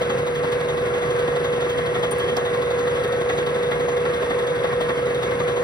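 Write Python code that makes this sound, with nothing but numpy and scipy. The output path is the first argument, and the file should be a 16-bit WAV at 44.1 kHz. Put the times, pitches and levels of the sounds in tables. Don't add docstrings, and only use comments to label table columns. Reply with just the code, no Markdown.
import sys
import numpy as np
from scipy import signal
from scipy.fft import rfft, irfft
from scipy.io import wavfile
from scipy.ndimage import uniform_filter1d

SR = 44100
rng = np.random.default_rng(int(sys.argv[2]) if len(sys.argv) > 2 else 0)


def generate_wav(signal):
    frames = np.transpose(np.atleast_2d(signal))
    scaled = np.clip(frames, -1, 1) * 32767
    pcm = np.round(scaled).astype(np.int16)
    wavfile.write(sys.argv[1], SR, pcm)


N = 248283
TIME = np.arange(N) / SR
FREQ = np.maximum(np.arange(N // 2 + 1) * SR / N, 1)

SPINDLE_HZ, GEAR_TEETH = 11.89, 66
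HEAD_ORDER = 33
HISS_HZ = 2680
PORT_LAG_S, TOP_HZ = .000215, 15800
WHITE_RMS_GAIN = np.sqrt(SR / 2)


def undb(db):
    return 10 ** (np.asarray(db) / 20)


def curve(points):
    hz, value = np.transpose(points)
    return np.interp(np.log(FREQ), np.log(hz), value)


def lift(modes):
    lift_db = sum(db / (1 + (2 * (FREQ - hz) / width_hz) ** 2) for hz, width_hz, db in modes)
    cepstrum = irfft(np.log(undb(lift_db)), N)
    cepstrum[1:] *= 2 * (np.arange(1, N) < N / 2)
    return np.exp(rfft(cepstrum))


def walk(rate_hz):
    hold = max(int(SR / rate_hz), 1)
    steps = np.repeat(rng.standard_normal(N // hold + 1), hold)
    smooth = uniform_filter1d(uniform_filter1d(steps, hold), hold)[:N]
    return smooth / smooth.std()


def tone(cycles, level_db, pan_db=0, lag_cycles=0):
    angle = 2 * np.pi * (cycles + rng.random())
    left = undb(level_db + pan_db / 2) * np.sin(angle)
    right = undb(level_db - pan_db / 2) * np.sin(angle - 2 * np.pi * lag_cycles)
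    return np.sqrt(2) * np.array([left, right])


def grains(spread_db):
    noise = rng.standard_normal(N) * undb(spread_db * walk(1500))
    return noise / noise.std()


def walls(t60_s=0.16):
    tail = rng.standard_normal(N) * np.exp(-np.log(1000) * TIME / t60_s)
    return rfft(tail / np.sqrt(np.sum(tail ** 2)))


# freq_hz, share_0_to_1
SCATTER_SHARE = [(60, 0.09), (300, 0.02), (600, 0.31), (1200, 0.69), (2000, 0.88), (3300, 0.2),
                 (5000, 0.05), (9000, 0), (15000, 0)]
# freq_hz, left_minus_right_db
STEREO_BALANCE = [(60, 5.5), (150, -1.5), (300, 2.5), (500, 3), (750, 4), (1100, 3), (1500, 1.5), (2500, 1),
                  (4500, -0.5)]


def radiate(force, gain, spread_db, echo_share=0.46, split_hz=4650):
    direct, left, right = (rfft(force * grains(spread_db)) for _ in range(3))
    share = np.clip(curve(SCATTER_SHARE), 0, 1)
    scattered = np.array([side * (np.sqrt(1 - echo_share) + np.sqrt(echo_share) * walls())
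                          for side in (left, right)])
    lag_s = np.where(FREQ < split_hz, PORT_LAG_S, -PORT_LAG_S)
    ports = np.array([direct, direct * np.exp(-2j * np.pi * FREQ * lag_s)])
    both = np.sqrt(1 - share) * ports + np.sqrt(share) * scattered
    balance = undb(np.outer([1, -1], curve(STEREO_BALANCE)) / 2)
    return irfft(both * gain * balance, N)


# centre_hz, width_hz, lift_db
BODY_MODES = [(666, 76, 2.5), (1082, 136, 5), (1145, 22, 5), (1323, 84, 3.5), (1586, 29, -0.5),
              (1654, 52, 6.5), (1870, 29, 2), (1920, 55, 1), (2040, 50, 6.5), (2134, 26, 7.5),
              (2170, 19, 2), (2696, 180, 3.5), (3380, 120, 5.5), (4010, 84, 4.5), (4570, 110, 3),
              (6010, 460, 5)]


def body():
    return lift(BODY_MODES)


# freq_hz, density_db_per_hz
DRIVE_NOISE = [(25, -85), (60, -67), (100, -65), (140, -55.5), (200, -63), (310, -62.5), (400, -55.5),
               (455, -60), (530, -56), (570, -64), (750, -67), (1900, -67.5), (2900, -77), (5500, -89),
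               (10000, -92), (13000, -103), (15000, -103)]


def drive(flutter_db=1.02):
    gain = undb(curve(DRIVE_NOISE)) * body() * WHITE_RMS_GAIN
    return radiate(undb(flutter_db * walk(40)), gain, spread_db=1.5)


# freq_hz, level_db (before trim)
INVERTER_TONES = [(9523, -69), (9711, -61.5), (9771, -81.5), (9830, -61), (9895, -63), (9954, -62.5),
                  (10018, -70), (10078, -68), (10201, -66), (10261, -63), (10325, -74), (10508, -73)]


def inverter(trim_db=-2.5):
    return sum(tone(hz * TIME, db + trim_db, lag_cycles=-0.18) for hz, db in INVERTER_TONES)


# freq_hz, level_db (before trim), left_minus_right_db
BEARING_TONES = [(150.4, -48, -9.5), (796, -55, 3.5), (1047, -46, 8), (1298, -50.5, -8.5),
                 (1514, -53.5, 18), (1844, -49.5, 8.5), (1967, -54, 6.5)]


def bearings(trim_db=-2, waver_db=4.0, slip_cycles=0.21):
    return sum(tone(hz * TIME + slip_cycles * walk(14), db + trim_db + waver_db * walk(12),
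                    pan_db, lag_cycles=0.13)
               for hz, db, pan_db in BEARING_TONES)


# spindle_multiple, level_db (before trim)
SPINDLE_ORDERS = [(3, -62), (5, -57), (6, -50.5), (7, -49), (9, -50.5), (10, -45), (11, -48.5), (12, -45.5),
                  (13, -48), (14, -48), (16, -62), (19, -55.5), (23, -52), (25, -62), (35, -42),
                  (43, -49.5), (44, -45.5), (51, -49), (52, -48), (55, -47.5)]


def spindle(trim_db=-1, waver_db=1.0, slip_cycles=0.06):
    return sum(tone(order * SPINDLE_HZ * TIME + slip_cycles * walk(3.97),
                    db + trim_db + waver_db * walk(3.97),
                    lag_cycles=order * SPINDLE_HZ * PORT_LAG_S)
               for order, db in SPINDLE_ORDERS)


# time_s, mesh_hz
MESH_SPEED = [(0, 484.1), (.6, 485.1), (1.0, 484.4), (4.4, 484.35), (4.7, 484.9), (5.15, 484.9),
              (5.63, 484.1)]
# gear_multiple, level_db (before swell)
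GEAR_SIDEBANDS = [(68, -41), (69, -43), (70, -47), (71, -41), (72, -43), (73, -43), (74, -45), (75, -46),
                  (76, -47)]


def gear(mesh_db=-24.0, load_db=0.7, load_turn=0.23, waver_db=0.6):
    time_s, mesh_hz = np.transpose(MESH_SPEED)
    turns = np.cumsum(np.interp(TIME, time_s, mesh_hz)) / SR / GEAR_TEETH
    runout_cycles = .052 * np.sin(2 * np.pi * turns)
    flutter_db = .6 * np.cos(2 * np.pi * turns)
    swell_db = load_db * np.cos(4 * np.pi * (TIME * SPINDLE_HZ - load_turn)) + waver_db * walk(11)
    mesh = tone(GEAR_TEETH * turns + runout_cycles, mesh_db + flutter_db, pan_db=-2.5, lag_cycles=0.11)
    sidebands = sum(tone(k * turns, db + 2.4 * walk(3), lag_cycles=0.11) for k, db in GEAR_SIDEBANDS)
    return (mesh + sidebands) * undb(swell_db)


# start_s, level_db, centre_hz, decay_s, ringing_0_to_1
CHIP_STRIKES = [(.519, -40, 7500, .005, .5), (.81, -52, 13440, .0057, .5), (2.109, -29, 9300, 0.0076, 0.7),
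                (2.183, -36, 9500, .005, 0.4), (2.367, -26, 4870, 0.0042, 0.4), (3.075, -45, 9300, .01, .4),
                (3.35, -49, 7400, 0.0064, .8), (4.388, -43, 7970, .0048, .3), (4.807, -45, 7000, .0039, .3)]
# centre_hz, width_hz, lift_db
CHIP_MODES = [(5100, 170, 13), (7350, 90, 0), (8230, 90, 18), (9170, 110, 15), (9160, 98, 12),
              (10400, 150, 10), (12720, 80, 18), (13710, 80, 21), (14880, 70, 11)]


def chips(width_octaves=0.35, rise_s=0.00037, skirt_db=-15):
    out, colour = 0, lift(CHIP_MODES)
    for start_s, level_db, centre_hz, decay_s, ringing in CHIP_STRIKES:
        age_s = np.maximum(TIME - start_s, 0)
        band = np.exp(-.5 * (np.log2(FREQ / centre_hz) / width_octaves) ** 2)
        skirt = undb(skirt_db) * FREQ / TOP_HZ
        gain = (1 + ringing * (colour - 1)) * (band + skirt)
        gain = gain / np.sqrt(np.mean(np.abs(gain) ** 2))
        envelope = (1 - np.exp(-age_s / rise_s)) * np.exp(-age_s / decay_s)
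        out = out + undb(level_db) * rfft(envelope * rng.standard_normal((2, N))) * gain
    return irfft(out, N)


def chatter(level_db=-41.5, low_hz=900, high_hz=2300, glide_per_s=2.5, swell_s=0.0096,
            spread_db=3.5, count=200):
    out, age_s = np.zeros((2, N)), TIME[:SR // 12]
    shape = age_s / swell_s * np.exp(1 - age_s / swell_s)
    places, sizes = rng.random((count, 3)), rng.standard_normal((count, 2))
    for (when, pitch, lag_cycles), (slide, size) in zip(places, sizes):
        pitch_hz = low_hz * (high_hz / low_hz) ** pitch
        cycles = pitch_hz * (age_s + glide_per_s * slide * age_s ** 2 / 2)
        squeak = shape * np.sin(2 * np.pi * np.array([cycles, cycles - lag_cycles]))
        start = int(when * (N - len(age_s)))
        out[:, start:start + len(age_s)] += undb(level_db + spread_db * size) * squeak
    return out


def flute(turn_at, width, tail, stray=0.019):
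    age = (TIME * SPINDLE_HZ - turn_at + stray * walk(SPINDLE_HZ) + .5) % 1 - .5
    return np.where(age < 0, np.exp(-.5 * (age / width) ** 2), np.exp(-(np.abs(age) / tail) ** 1.7))


def shudder(depth_db, level_db=-32.7, light_db=-4, depth_share=0.26, slip_cycles=0.13, flutter_db=2.5):
    heavy = undb(depth_share * depth_db) * flute(turn_at=0.3, width=0.073, tail=0.19)
    light = undb(light_db) * flute(turn_at=0.774, width=0.033, tail=0.14)
    cycles = HEAD_ORDER * SPINDLE_HZ * TIME + slip_cycles * walk(45)
    return (heavy + light) * tone(cycles, level_db + flutter_db * walk(40), lag_cycles=0.072)


def ring(modes, force, vary_db, wander, rough_db=1.5, slip_cycles=0.26):
    out = 0
    for hz, width_hz, db, lag_cycles in modes:
        pitch_hz = hz * (1 + wander * walk(SPINDLE_HZ))
        cycles = np.cumsum(pitch_hz) / SR + slip_cycles * walk(width_hz)
        level_db = db + vary_db * walk(SPINDLE_HZ) + rough_db * walk(2 * width_hz)
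        out = out + tone(cycles, level_db, lag_cycles=lag_cycles)
    return out * force


# centre_hz, width_hz, level_db (before force), right_lag_cycles
BAR_MODES = [(1075, 50, -43.5, 0.38), (1157, 54, -47.5, -0.0062), (1353, 60, -43, 0.22),
             (1660, 70, -51, -.2), (1900, 70, -41.5, 0.16), (2113, 70, -49, -0.29)]


def bar_clang(clang_db, light_db=-7, clang_share=.6):
    heavy = undb(clang_share * clang_db) * flute(turn_at=0.31, width=0.04, tail=0.19)
    light = undb(light_db) * flute(turn_at=.74, width=0.039, tail=0.18)
    return ring(BAR_MODES, heavy + light, vary_db=2.0, wander=.018)


# centre_hz, width_hz, level_db (before trim and force), right_lag_cycles
SHANK_MODES = [(3190, 140, -41.5, 0.482), (3414, 45, -48, -0.37), (3485, 45, -47, -0.39),
               (3720, 60, -49, -0.39), (3780, 60, -50.5, -0.35), (6470, 300, -53.5, -0.39)]


def shank_zing(squeal_db, trim_db=0.66, light_db=-7):
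    heavy = undb(squeal_db) * flute(turn_at=0.21, width=0.058, tail=0.28)
    light = undb(light_db) * flute(turn_at=0.62, width=0.092, tail=0.55)
    return ring(SHANK_MODES, (heavy + light) * undb(trim_db), vary_db=3.0, wander=.006)


# time_s, knock_db, clang_db, squeal_db (each before its share in a part)
TURN_LEVELS = [(.02, 0.5, -6, 3), (.104, 3.5, 0, 2), (.355, -11, -3, 0.5), (.44, 2, -1, 0.5),
               (.523, -1.5, 2, 5), (.61, -0.5, -2, -1.5), (.696, 0, 0, 3.5), (1.11, -3, -6, 0.5),
               (1.2, -4, -7, 0), (1.37, 0.5, 0, 0), (1.45, 2, 1, 2), (1.62, 0, -2, 2),
               (1.705, -14, -4.5, 3.5), (1.79, -3.5, 0, 1.5), (1.957, 2.5, 4, 4), (2.04, 6, -1, 5),
               (2.21, -1.5, -2, 3), (2.375, 6, 0, 3.5), (2.46, 0, 3, 1), (2.96, 1.5, -3, -1.5),
               (3.13, 0.5, -3, 1), (3.304, 2.5, 9, 2), (3.385, -2.5, -3, 4), (3.47, -2, -2, 1),
               (3.72, 0.5, 7, 1), (4.061, -0.5, 7, -1.5), (4.225, 4, 0, 0.5), (4.31, 1, 4, 0.5),
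               (4.48, -2.5, -9, 0), (4.56, -3.5, -2, -5), (4.649, 4, 2, 0), (4.73, 0.5, 3, -2),
               (4.815, 2, -3, 4), (4.9, 2, 7, 0), (5.15, -9, -4, -1), (5.23, 1.5, 0.5, 2),
               (5.32, 0.5, 3, -2.5), (5.406, 2.5, 3.5, 2)]


def bites(uneven_db):
    turn = (TIME * SPINDLE_HZ).astype(int)
    turn_db = uneven_db * rng.standard_normal((turn[-1] + 1, 3)) - .6
    for time_s, *level_db in TURN_LEVELS:
        turn_db[int(time_s * SPINDLE_HZ)] = level_db
    return turn_db[turn].T


# freq_hz, density_db_per_hz
RASP_NOISE = [(30, -88), (150, -59), (400, -59.5), (670, -53.5), (850, -59.5), (1200, -61), (2000, -65),
              (2900, -74.5), (4200, -76.5), (6000, -87.5), (9000, -86.5), (13000, -99), (15000, -89)]


def cutter(light_db=-7, knock_db=-1, hiss_db=-1.0, uneven_db=0.1, scatter_db=0.43, tear_db=0.5,
           jerk_db=1.0, hiss_share=0.68, part_hz=1700):
    depth_db, clang_db, squeal_db = bites(uneven_db)
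    gain = undb(curve(RASP_NOISE)) * body() * WHITE_RMS_GAIN
    low = 1 / (1 + (FREQ / part_hz) ** 6)
    high = 1 / (1 + (HISS_HZ / FREQ) ** 6)
    heavy_scrape = undb(hiss_share * squeal_db) * flute(turn_at=0.18, width=0.055, tail=0.25)
    light_scrape = undb(light_db) * flute(turn_at=0.64, width=0.032, tail=0.16)
    tearing = undb(hiss_db + scatter_db * walk(35) + tear_db * walk(250))
    hiss = (heavy_scrape + light_scrape) * tearing
    heavy = flute(turn_at=0.22, width=0.044, tail=.19)
    light = undb(light_db) * flute(turn_at=0.735, width=0.054, tail=0.26)
    jerks = undb(knock_db + scatter_db * walk(35) + jerk_db * walk(200))
    knock = (undb(depth_db) * heavy + light) * jerks
    grate = (undb(clang_db) * heavy + light) * jerks
    parts = [(knock, low * (1 - high)), (grate, (1 - low) * (1 - high)), (hiss, high)]
    rasp = sum(radiate(force, gain * np.sqrt(share), spread_db=3) for force, share in parts)
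    return rasp + shudder(depth_db) + bar_clang(clang_db) + shank_zing(squeal_db) + chatter()


def scene():
    return drive() + inverter() + bearings() + spindle() + gear() + chips() + cutter()


def record(dry):
    return signal.sosfilt(signal.ellip(10, .1, 80, TOP_HZ, fs=SR, output="sos"), dry)


dry = scene()
out = record(dry)
generate_wav(out)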